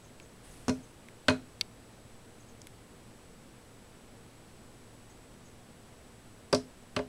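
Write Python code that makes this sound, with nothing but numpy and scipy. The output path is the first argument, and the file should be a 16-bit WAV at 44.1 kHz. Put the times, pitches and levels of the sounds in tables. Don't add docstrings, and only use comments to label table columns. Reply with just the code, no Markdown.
import sys
import numpy as np
from scipy import signal
from scipy.fft import rfft, irfft
from scipy.io import wavfile

SR = 44100
rng = np.random.default_rng(int(sys.argv[2]) if len(sys.argv) > 2 else 0)


def bounce(signal):
    frames = np.transpose(np.atleast_2d(signal))
    limited = np.clip(frames, -1, 1)
    pcm = np.round(limited * 32767).astype(np.int16)
    wavfile.write(sys.argv[1], SR, pcm)


N = 312228
TIME = np.arange(N) / SR
# (frequency [Hz], t60 [s])
ROOM_DECAY = [(100, 0.4), (500, 0.28), (1500, 0.21), (5000, 0.22), (12000, 0.15)]


def bird_at_window(low_cut_hz=68):
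    # (time [s], push level [dB], push cutoff [Hz], tick level [dB], tick centre [Hz], place on pane [0-1])
    blows = [(0.6814, -20, 460, -22.5, 6100, 0.38), (0.6937, -24.5, 820, -24.5, 5800, 0.05),
             (1.2827, -28, 1000, -18, 1436, 0.27), (1.2839, -18.5, 1900, -22, 4100, 0.28),
             (1.2962, -27, 1610, -27, 6800, 0.58), (1.303, -27, 1300, -34, 4030, 0.55),
             (6.5273, -20, 1560, -18, 5200, 0.96), (6.5466, -26, 500, -18, 5200, 0.5),
             (6.9635, -25.5, 1700, -26, 2800, 0.77), (6.99, -30, 1300, -46, 4800, 0.88)]
    out = np.zeros(N)
    for start, *contact, place in blows:
        add(out, start, knock(contact, place))
    return signal.sosfilt(signal.butter(4, low_cut_hz, "highpass", fs=SR, output="sos"), out)


def knock(contact, place, crack_db=30, room_db=20, crack_rise_s=0.0005, room_rise_s=0.002,
          swell_s=0.0021, in_step_hz=300):
    # (frequency [Hz], level at place 0 [dB], level at place 1 [dB], t60 [s])
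    pane_modes = [(85.7, -22, -15, 0.24), (98, -10.5, -13.5, 0.17), (123, -30, -21, 0.084),
                  (157, -19, -11, 0.13), (224, 3, -36, 0.055), (256.7, -0.5, -6.5, 0.23),
                  (328.4, -10.5, -14, 0.063), (362, -21, -18, 0.144), (417, -20, 1.5, 0.17),
                  (427.4, 1.5, -14, 0.1), (514.5, -13.5, -0.5, 0.059), (559, -39, 3.5, 0.095),
                  (600.4, -6.5, -1.5, 0.13), (623, -2, -9, 0.14), (682, -30, -7, 0.16),
                  (759, -24.5, -30, 0.28), (878, -18, -3, 0.06), (979, -11.5, -9.5, 0.093),
                  (1037, -15.5, -8, 0.078), (1154, -12, -4, 0.061), (1347, -20, -12, 0.085),
                  (1440, -12, -29, 0.15), (1528, -6, -3, 0.051), (2120, -9, -19, 0.082),
                  (2510, -11, -21, 0.13), (4000, -31, -32, 0.23), (4230, -13, -32, 0.11),
                  (4750, -22, -4.5, 0.033), (5730, -33, -33, 0.067)]
    # (frequency [Hz], level [dB])
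    crack_spectrum = [(50, -10), (140, 8.5), (560, 3.5), (800, -1.5), (1050, -1), (1550, 2.5), (1800, -2),
                      (2700, -3.5), (3400, -5), (5600, -11), (7400, -13.5), (9400, -13.5), (11500, -28.5),
                      (16000, -53)]
    # (frequency [Hz], t60 [s])
    crack_decay = [(200, 0.021), (1500, 0.033), (4500, 0.039), (7000, 0.013), (12000, 0.016)]
    t = np.arange(SR // 2) / SR
    ring = np.zeros(len(t))
    for k, (hz, db_at_0, db_at_1, t60) in enumerate(pane_modes):
        sign = 1 if hz < in_step_hz else (-1) ** k
        level_db = contact_db(hz, *contact) + db_at_0 + (db_at_1 - db_at_0) * place
        ring += sign * amp(level_db - 60 * t / t60) * np.sin(2 * np.pi * hz * t)
    ring *= 1 - np.exp(-t / swell_s)
    crack = scatter(t, crack_decay, size=64) * (1 - np.exp(-t / crack_rise_s))
    room = scatter(t, ROOM_DECAY) * (1 - np.exp(-t / room_rise_s))
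    wash = amp(crack_db) * crack + amp(room_db) * room
    return ring + colour(wash, lambda hz: read(crack_spectrum, hz) + contact_db(hz, *contact))


def contact_db(hz, push_db, push_hz, tick_db, tick_hz, push_slope=2.34, tick_slope=5,
               peak_db=9, peak_octaves=0.21):
    hz = hz + 1
    push = amp(push_db) ** 2 / (1 + (hz / push_hz) ** push_slope)
    boost_db = peak_db * np.exp(-(np.log2(hz / tick_hz) / peak_octaves) ** 2)
    tick = amp(tick_db + boost_db) ** 2 / (1 + (tick_hz / hz) ** tick_slope)
    return 10 * np.log10(push + tick)


def camera_clicks(rise_s=0.00012, snap_t60=0.012, room_db=-33):
    # (time [s], level [dB], tone centre [Hz], roll-off to either side [dB/octave], ring gain [dB])
    clicks = [(0.1994, -40, 2320, 5.5, -0.5), (1.0855, -35.5, 1600, 5.5, -19),
              (1.6110, -26, 4300, 5.5, 14.5), (1.6139, -32, 4000, 10, 12.5), (2.617, -33, 5700, 15, -18),
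              (2.6700, -38.5, 1600, -0.5, -19)]
    # (frequency [Hz], level [dB], t60 [s])
    case_modes = [(1340, -23.5, 0.027), (2224, -11.5, 0.026), (2650, -8.5, 0.012), (3200, -13, 0.015),
                  (3610, -7, 0.011), (4530, -3, 0.0095), (5470, -16, 0.011), (5900, -11, .009),
                  (7720, -10.5, 0.0051), (8450, -17.5, 0.012), (11400, -14.5, 0.0063)]
    # (frequency [Hz], level [dB])
    snap_spectrum = [(600, -39), (1400, 2.5), (2200, 7), (4500, -1.5), (10500, 1.5), (13500, -5),
                     (16000, -24)]
    out, t = np.zeros(N), np.arange(SR // 6) / SR
    for start, db, centre_hz, rolloff, ring_db in clicks:
        ring = sum((-1) ** k * amp(mode_db - 60 * t / t60) * np.sin(2 * np.pi * hz * t)
                   for k, (hz, mode_db, t60) in enumerate(case_modes))
        burst = rng.choice([-1., 1.], len(t)) * amp(-60 * t / snap_t60)
        snap = colour(burst, lambda hz: read(snap_spectrum, hz))
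        click = (snap + amp(ring_db) * ring) * (1 - np.exp(-t / rise_s))
        click = colour(click, lambda hz: -rolloff * abs(np.log2((hz + 1) / centre_hz)))
        echo = signal.fftconvolve(click, scatter(t, ROOM_DECAY))[:len(t)]
        add(out, start, amp(db) * (click + amp(room_db) * echo))
    return out


def hand_rub(start_s=0.421, attack_s=0.033, hold_s=0.09, release_s=0.24, slide_db=-54.5, grip_db=-63.5):
    # (frequency [Hz], level [dB])
    rub_spectrum = [(15, -6.5), (40, 5.5), (70, -5), (140, -11), (400, -26), (1600, -23), (3000, -23),
                    (7000, -28), (9500, -19), (10800, -26.5), (13000, -35), (16000, -42)]
    t = TIME - start_s
    attack = np.clip(t / attack_s, 0, 1)
    release = np.exp(-np.maximum(t - attack_s - hold_s, 0) / release_s)
    return noise(rub_spectrum) * np.hypot(amp(grip_db), amp(slide_db) * attack * release)


def bird_chips(top_hz=7500, bottom_hz=5500, length_s=0.023, trees_t60=0.17, level_db=-68.5):
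    chip_times = [0.03, 0.21, 0.50, 0.82, 2.39, 2.475, 5.09, 5.445]
    out, t = np.zeros(N), np.arange(SR // 4) / SR
    sweep_hz = np.linspace(top_hz, bottom_hz, int(length_s * SR))
    whistle = np.sin(2 * np.pi * np.cumsum(sweep_hz) / SR) * np.hanning(len(sweep_hz))
    for start in chip_times:
        smeared = signal.fftconvolve(whistle, scatter(t, [(top_hz, trees_t60)]))
        add(out, start, amp(level_db) * smeared / np.std(smeared[:SR // 20]))
    return out


def room_tone(air_db=-55.0):
    # (frequency [Hz], level [dB])
    air_spectrum = [(10, 7.5), (25, -9), (90, 1), (200, -0.5), (460, -4.5), (1000, -11.5), (2000, -16.5),
                    (4500, -21.5), (7200, -24.5), (8100, -24), (8800, -28), (9600, -28.5), (11500, -31),
                    (15800, -35.5)]
    # (frequency [Hz], level [dB], width [Hz])
    hum_and_whine = [(115.4, -65, 2.6), (238.5, -67, 6.85), (475, -72.5, 11), (7887, -73.5, 0.38),
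                     (7830, -76, 120.4)]
    out = amp(air_db) * noise(air_spectrum)
    for hz, db, width_hz in hum_and_whine:
        wander = np.cumsum(rng.standard_normal(N)) * np.sqrt(2 * np.pi * width_hz / SR)
        out += amp(db) * unit(np.sin(2 * np.pi * hz * TIME + wander))
    return out


def scatter(t, decay, size=256):
    hz, age, spectra = signal.stft(rng.choice([-1., 1.], len(t)), SR, nperseg=size)
    fade = amp(-60 * age / read(decay, hz)[:, None])
    tail = signal.istft(spectra * fade, SR, nperseg=size)[1][:len(t)]
    return tail / np.linalg.norm(tail)


def colour(x, db_at, size=4096):
    log_gain = np.log(amp(db_at(abs(np.fft.fftfreq(size, 1 / SR)))))
    taps = np.fft.ifft(np.exp(np.conj(signal.hilbert(log_gain)))).real
    return signal.fftconvolve(x, taps[:size // 2])[:len(x)]


def noise(spectrum):
    gain = amp(read(spectrum, np.fft.rfftfreq(N, 1 / SR)))
    return unit(irfft(rfft(rng.standard_normal(N)) * gain, N))


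def read(points, hz):
    point_hz, value = np.transpose(points)
    return np.interp(np.log(hz + 1), np.log(point_hz + 1), value)


def amp(db):
    return 10 ** (np.asarray(db) / 20)


def unit(x):
    return x / np.sqrt(np.mean(x ** 2) + 1e-20)


def add(mix, start_s, sound):
    part = mix[round(start_s * SR):][:len(sound)]
    part += sound[:len(part)]


def scene():
    return (bird_at_window() + camera_clicks() + bird_chips() + hand_rub() + room_tone())[None]


def record(dry):
    lowpass = signal.firwin(511, cutoff=15850, window=("kaiser", 9), fs=SR)
    return signal.oaconvolve(dry, lowpass[None], "same")


dry = scene()
out = record(dry)
bounce(out)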